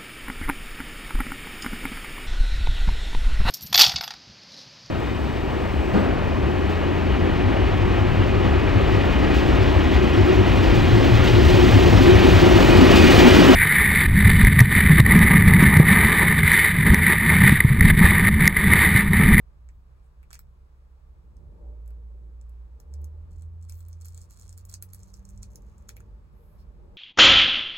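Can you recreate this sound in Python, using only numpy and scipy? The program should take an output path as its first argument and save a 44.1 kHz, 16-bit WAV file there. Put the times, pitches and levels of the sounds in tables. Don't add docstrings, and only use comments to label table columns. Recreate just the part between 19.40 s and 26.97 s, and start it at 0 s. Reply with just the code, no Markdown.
import sys
import numpy as np
from scipy import signal
from scipy.fft import rfft, irfft, next_fast_len
from scipy.io import wavfile
from scipy.ndimage import uniform_filter1d

SR = 44100
rng = np.random.default_rng(int(sys.argv[2]) if len(sys.argv) > 2 else 0)


def transcribe(u):
    v = np.clip(np.atleast_2d(u).T, -1, 1)
    q = np.round(v * 32767).astype(np.int16)
    wavfile.write(sys.argv[1], SR, q)


N = 333837
TIME = np.arange(N) / SR

# (time [s], relative level [dB], ring [Hz],
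#   relative body below 2.4 kHz [dB], relative edge above 12 kHz [dB])
SNAPS = [(0.2882, -44.5, 4230, -10, -47), (0.829, -47.5, 4200, 3, -6), (0.836, -57, 4620, 0, -10),
         (0.9053, -38, 6460, -6, -25), (0.9114, -37.5, 6720, -6, -19), (0.9298, -29, 6250, -16, -17),
         (0.9418, -34, 6360, -10, -21), (0.9454, -34.5, 6990, -15, -11), (0.9534, -34.5, 4790, -14, -31),
         (0.9911, -32, 8700, -13, -8), (1.9674, -53, 6545, -35, -27), (2.4593, -55, 4000, -19, -11),
         (2.4773, -46, 8780, -10, -7), (2.5052, -50.5, 7930, -6, -8), (3.0126, -47.5, 7250, -25, -22),
         (3.0944, -52.5, 7390, -20, -7), (3.4007, -40, 8700, -14, -11), (3.5384, -38.5, 7200, -17, -14),
         (3.6157, -50, 6740, -18, -7), (3.6431, -37, 8300, -52, -11.5), (4.0213, -43, 8080, -12.5, -11),
         (4.2253, -45.5, 7464, -50, -24), (4.2956, -30.5, 7055, -13, -6), (4.3221, -36, 6700, -19, -19),
         (4.4842, -38.5, 7100, -16, -2), (4.5291, -39.5, 6850, -21, -30), (4.6109, -41, 6503, -25, -18),
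         (4.6558, -31, 6960, -18, -1), (4.6833, -34.5, 7210, -36, -11), (4.7455, -37.5, 6410, -32, -18),
         (4.776, -33, 6360, -23.5, -21), (4.8155, -36.5, 6030, -28, -19), (4.9077, -39, 5897, -13, -9),
         (4.997, -38.5, 6250, -34, -14), (5.012, -38, 7560, -35.5, -27), (5.0788, -42, 6650, -23, -25),
         (5.0923, -35, 6540, -62, -26), (5.1271, -38, 6630, -25, -20), (5.1766, -33.5, 6294, -36, -10),
         (5.2515, -34.5, 8590, -57, -6.5), (5.2979, -37, 8320, -16, 0), (5.3398, -21, 7390, -31.5, -19),
         (5.4241, -21, 7130, -18, -2.5), (5.5338, -27.5, 8580, -27, 0), (5.5458, -31.5, 8220, -43, -7),
         (5.6321, -38, 6730, -53, -46), (5.7399, -34, 6360, -38, -26), (5.8517, -40, 6567, -41, -43),
         (5.89, -40, 6517, -29, -22), (5.9756, -42, 6370, -41, -34), (6.0302, -28, 6300, -26, -31),
         (6.1569, -31.5, 8105, -43, -16), (6.3809, -46.5, 5530, -33, -16),
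         (6.4906, -25.5, 7850, -17.5, -18), (6.5665, -35, 8260, 0.5, -2.5), (6.6039, -41, 5734, -3, -22)]
# (frequency [Hz], level [dB])
SHEET_COLOUR = [(200, -33), (700, -13), (1500, -3), (3000, -15), (4500, -2), (6500, 1), (8500, 1),
                (11000, -7.5), (15500, -13)]
# (start at half level [s], length [s], crackle level before sag [dB])
TUGS = [(3.503, 0.04, -82), (3.908, 0.14, -75.5), (4.21, 0.15, -72), (4.285, 0.28, -67),
        (4.608, 0.27, -64.5), (4.902, 0.051, -61), (4.965, 0.17, -65), (5.173, 0.013, -56),
        (5.29, 0.052, -59), (5.489, 0.031, -65), (5.539, 0.27, -69), (5.873, 0.2, -74), (6.108, 0.028, -65),
        (6.203, 0.5, -80.5)]
# (centre time [s], length [s], peak level [dB], centre frequency [Hz])
SLIDES = [(0.333, 0.2, -88, 15000), (0.653, 0.061, -82, 8800), (4.365, 0.15, -65, 14100),
          (7.071, 0.34, -77, 11950), (7.206, 0.068, -72.5, 5063)]
# (frequency [Hz], lag [s], level [dB])
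PORTS = [(300, .00027, 0), (2500, .00021, 0), (4000, .00029, -3), (5700, .00030, -8), (6400, .00031, -5),
         (7700, .000265, 1), (9000, .00026, -1), (15000, .00026, 0)]
# (time [s], firing rate [Hz])
ENGINE_SPEED = [(0, 59.75), (0.8, 63.5), (2.08, 67.84), (2.2, 56.6), (3.3, 58.84), (3.55, 71), (3.85, 81.7),
                (4.3, 83.13), (4.9, 85.37), (5.4, 92.64), (5.7, 94.4), (6.05, 100.6), (6.75, 105.3),
                (7.57, 99.4)]
# (start at half level [s], length [s], level before sag [dB])
SURGES = [(2.23, 1.16, -39), (3.502, 0.22, -34), (3.758, 0.12, -39.5), (3.934, 0.91, -39),
          (5.035, 0.624, -46.5), (5.953, 0.132, -49), (6.491, 0.23, -55)]
# (centre time [s], full width at 1/e [s], tyre rush level [dB], body rumble level [dB])
PATCHES = [(0.152, 0.77, -94, -54.5), (2.07, 0.47, -67.5, -44.5), (2.263, 0.24, -57.5, -64),
           (2.65, 1, -67.5, -52.5), (3.6, 0.61, -64, -52), (3.956, 0.54, -74, -48.5),
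           (6.016, 0.64, -71.5, -48.5), (6.202, 0.23, -63.5, -54.5), (6.578, 0.33, -65, -57),
           (7.52, 0.38, -64.5, -52)]
# (frequency [Hz], level [dB])
RUMBLE_COLOUR = [(15, -23.5), (25, -18), (38, 0.5), (55, 5.5), (72, -0.5), (100, -13), (135, -12.5),
                 (180, -16.5), (250, -27.5), (500, -57), (2000, -100)]
# (frequency [Hz], level [dB])
RUSH_COLOUR = [(120, -16), (190, -8.5), (270, -6), (320, -1.5), (370, 0.5), (410, -4), (465, 2.5),
               (520, -9.5), (580, -1), (690, -17), (900, -8.5), (1300, -42), (2500, -41.5), (5000, -68),
               (9000, -100)]
# (frequency [Hz], level [dB])
STREET_COLOUR = [(150, -20.5), (400, 0.5), (750, -1.5), (1150, 1), (1450, -6), (1650, -7.5), (2000, -12),
                 (2400, -12), (3200, -19), (5000, -20.5), (9000, -38)]
# (frequency [Hz], level [dB])
HISS_COLOUR = [(1500, -6), (3000, 0), (5500, 2), (7500, -1), (8500, 0), (10000, 0), (12000, -2.5),
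               (16000, -5)]

SETTLE_LIMIT_DB = -25.5
TICK_SHORT_HZ, TICK_LONG_HZ = 7200, 6440
TUG_ATTACK_S, TUG_RELEASE_S, TUG_SAG_DB_PER_S = 0.016, 0.079, -17
SURGE_ATTACK_S, SURGE_RELEASE_S, SURGE_SAG_DB_PER_S = 0.11, 0.14, -4.5
ROLLING_S = (3.1, 8.1)
IDLE_DB, IDLE_FADE_DB = -53.5, -18.5
BOOM_HZ, BOOM_WIDTH_HZ, BOOM_DB = 196.4, 17.2, -57
LIFT_S, LIFT_LENGTH_S, LIFT_DB = 6.63, 0.23, -7
RUMBLE_DB, RUMBLE_RISE_DB = -54.5, 7.5
RUSH_DB, RUSH_RISE_DB = -76, 9
TOP_HZ = 16000


def snaps(gain_db=8, burst_s=0.00061, grit=0.28, body_db=18, edge_db=17, ring_db=4, onset_s=.0008, size=512):
    out = np.zeros(N + size)
    decay = np.exp(-np.arange(size) / SR / burst_s)
    slips = grit * rng.standard_normal((len(SNAPS), size)) * decay
    slips[:, 0] = 1
    sheet = response(SHEET_COLOUR)
    for (s, db, hz, body, edge), slip in zip(SNAPS, slips):
        flap = response([(hz * 1.2, 0), (hz, ring_db), (hz * 1.17, 0)])
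        click = ring(ring(slip, sheet), flap)
        low_db = body + body_db
        tilt = response([(2400, low_db), (3600, low_db / 2 - 4.5), (5500, 0.0054), (8500, 0),
                         (12000, edge + edge_db)])
        click = ring(click, tilt)
        start = int((s + onset_s) * SR)
        out[start:start + size] += undb(db + gain_db) * click / np.linalg.norm(click)
    return out[:N]


def crackle(settle_db=-25, settle_s=0.0061, strain_s=0.004, tick_db=-1, catch_db=3):
    peeling = sum(swell(s, length, db, TUG_ATTACK_S, TUG_RELEASE_S, TUG_SAG_DB_PER_S)
                  for s, length, db in TUGS)
    peeling = peeling * undb(catch_db * walk(50))

    settling = np.zeros(N)
    around = np.arange(-SR // 50, SR // 16)
    fade = np.exp(-np.abs(around) / SR / np.where(around < 0, strain_s, settle_s))
    for s, db, *_ in SNAPS:
        settling[int(s * SR) + around] += undb(min(db, SETTLE_LIMIT_DB) + settle_db) * fade

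    threads = breaks(per_s=360, scatter_db=6.5) * peeling
    threads = threads + breaks(per_s=1100, scatter_db=6) * settling
    thick = undb(tick_db) * breaks(per_s=120, scatter_db=0.5) * peeling

    short = response([(1000, 3.0), (2400, -5.5), (3700, -1), (5500, -15), (6800, -9.5), (8500, -1),
                      (11500, -12.5), (15000, -6)])
    long = response([(1000, 3), (3500, -8), (5000, -12.0), (6300, 8), (8500, -4.5), (11500, 4), (15000, 4)])
    freed = np.interp(TIME, [5.4, 5.75], [0, 1])
    sheet = response(SHEET_COLOUR)
    fine = (1 - freed) * ring(threads, short) + freed * ring(threads, long)
    fine = ring(fine, sheet / np.linalg.norm(sheet))
    ticks = (1 - freed) * flap_ticks(thick, TICK_SHORT_HZ) + freed * flap_ticks(thick, TICK_LONG_HZ)
    return fine + ticks


def breaks(per_s, scatter_db):
    sizes = undb(scatter_db * np.minimum(rng.exponential(size=N), 3))
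    signs = rng.choice([-1, 1], N)
    return unit((rng.random(N) < per_s / SR) * sizes * signs)


def flap_ticks(x, hz, skirt_db=-20):
    flap = response([(hz * 0.5, -26), (hz * 0.59, -8), (hz, 0), (hz * 1.13, -5), (hz * 2.35, skirt_db)])
    return ring(x, flap / np.linalg.norm(flap))


def slides(skirt_db=-14):
    out = np.zeros(N)
    for s, length, db, hz in SLIDES:
        stroke = np.cos(np.pi * np.clip((TIME - s) / length, -.5, .5))
        brush = noise([(hz / 8, -40), (hz * 0.71, skirt_db), (hz, 0), (hz * 1.36, skirt_db)])
        out += undb(db) * stroke * brush
    return out


def cabin(x, near_db=-10, near_t60_s=0.0071, tail_db=-14, tail_t60_s=0.094, diffuse_db=-9):
    t = TIME[:SR // 4]

    def echoes(t60_s):
        h = rng.standard_normal(len(t)) * np.exp(-np.log(1000) * t / t60_s) * (t > .0007)
        return h / np.linalg.norm(h)

    wet = ring(x, undb(near_db) * echoes(near_t60_s) + undb(tail_db) * echoes(tail_t60_s))
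    coloured = ring(x, response([(900, -16), (2400, 14.5), (3600, 10.5), (6000, 1.0), (8500, 2.0), (15000, 5)]))
    diffuse = np.array([ring(coloured, echoes(tail_t60_s)) for _ in range(2)])
    return ports(x + wet) + undb(diffuse_db) * diffuse


def engine(shaft_db=-59, waver_db=0.6, octave_db=-74):
    hz, = curves(ENGINE_SPEED)
    idle = undb(IDLE_DB + IDLE_FADE_DB * np.interp(TIME, ROLLING_S, [0, 1]) ** 2)
    load = sum(swell(s, length, db, SURGE_ATTACK_S, SURGE_RELEASE_S, SURGE_SAG_DB_PER_S)
               for s, length, db in SURGES)
    resonance = 1 / (1 + (2 * (2 * hz - BOOM_HZ) / BOOM_WIDTH_HZ) ** 2)
    lift_db = LIFT_DB * np.clip((TIME - LIFT_S) / LIFT_LENGTH_S, 0, 1)
    phase = 2 * np.pi * np.cumsum(hz * (1 + 0.0035 * walk(14))) / SR
    phase = phase + np.array([[-.14], [.14]])
    firing = np.hypot(idle, load) * undb(waver_db * walk(22.08)) * np.sin(phase)
    octave_level = np.hypot(undb(octave_db), undb(BOOM_DB) * resonance)
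    octave = octave_level * undb(lift_db + 0.91 * walk(24)) * np.sin(2 * phase)
    shaft = undb(shaft_db + 2 * walk(15)) * np.sin(phase / 2)
    return np.sqrt(2) * (firing + octave + shaft) * undb([[-.8], [.8]])


def road(street_db=-75, street_rise_db=4):
    speed = np.interp(TIME, ROLLING_S, [0, 1])
    shaking = undb(RUMBLE_DB + RUMBLE_RISE_DB * speed)
    rushing = undb(RUSH_DB + RUSH_RISE_DB * speed)
    for s, width, rush_db, rumble_db in PATCHES:
        patch = np.exp(-(2 * (TIME - s) / width) ** 2)
        shaking = np.hypot(shaking, undb(rumble_db) * patch)
        rushing = np.hypot(rushing, undb(rush_db) * patch)

    sway = noise([(20, -16.0), (60, 11.5), (110, 8.5), (190, -9.5), (300, -23), (700, -32.5), (3000, -84.5)])
    rumble = spread(noise(RUMBLE_COLOUR), sway, side_db=-10.5, pan_db=-1.9)
    rumble = rumble * shaking * undb(walk(10))

    rush = ports(noise(RUSH_COLOUR))
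    rush = rush + spread(np.zeros(N), noise(RUSH_COLOUR), side_db=-11.0, pan_db=-20)
    rush = rush * rushing * undb(1.1 * walk(15)) * undb([[1.8], [-1.8]])

    waver_db = 0.7 * walk(9)
    street = spread(noise(STREET_COLOUR), noise(STREET_COLOUR), side_db=0.5, pan_db=1.4)
    return rumble + rush + street * undb(street_db + street_rise_db * speed + waver_db)


def hiss(level_db=-82.5):
    return ports(undb(level_db) * noise(HISS_COLOUR))


def ports(x):
    size = next_fast_len(N + 64)
    bins = np.fft.rfftfreq(size, 1 / SR)
    hz, lag_s, db = np.transpose(PORTS)
    delay = np.exp(-2j * np.pi * bins * np.interp(bins, hz, lag_s))
    path = undb(np.interp(bins, hz, db)) * delay
    return np.array([irfft(rfft(x, size) * path, size)[:N], x])


def spread(mid, side, side_db, pan_db):
    pan = undb(np.array([[pan_db], [-pan_db]]) / 2)
    return (mid + undb(side_db) * side * np.array([[1], [-1]])) * pan


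def swell(s, length, db, attack_s, release_s, sag_db_per_s):
    inside = np.minimum((TIME - s) / attack_s, (s + length - TIME) / release_s)
    return undb(db + sag_db_per_s * np.clip(TIME - s, 0, length)) * np.clip(inside + .5, 0, 1)


def walk(rate_hz):
    k = int(SR / rate_hz)
    steps = np.repeat(rng.standard_normal(N // k + 1), k)
    return unit(uniform_filter1d(uniform_filter1d(steps, k), k)[:N])


def noise(points):
    size = next_fast_len(N)
    spectrum = rfft(rng.standard_normal(size)) * undb(colour_db(points, size))
    return unit(irfft(spectrum, size)[:N])


def response(points, size=512):
    cepstrum = irfft(np.log(undb(colour_db(points, size))))
    cepstrum[1:size // 2] *= 2
    cepstrum[size // 2 + 1:] = 0
    return irfft(np.exp(rfft(cepstrum)))


def colour_db(points, size):
    hz, db = np.transpose(points)
    bins = np.maximum(np.fft.rfftfreq(size, 1 / SR), 1)
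    return np.interp(np.log(bins), np.log(hz), db)


def ring(x, impulse):
    return signal.fftconvolve(x, impulse)[:len(x)]


def curves(table):
    s, *columns = np.transpose(table)
    return [np.interp(TIME, s, c) for c in columns]


def unit(x):
    return x / np.sqrt(np.mean(x ** 2))


def undb(db):
    return 10 ** (np.asarray(db) / 20)


def scene():
    decal = snaps() + crackle() + slides()
    return cabin(decal) + engine() + road() + hiss()


def record(dry):
    return signal.sosfilt(signal.ellip(10, .2, 70, TOP_HZ, fs=SR, output="sos"), dry)


dry = scene()
out = record(dry)
transcribe(out)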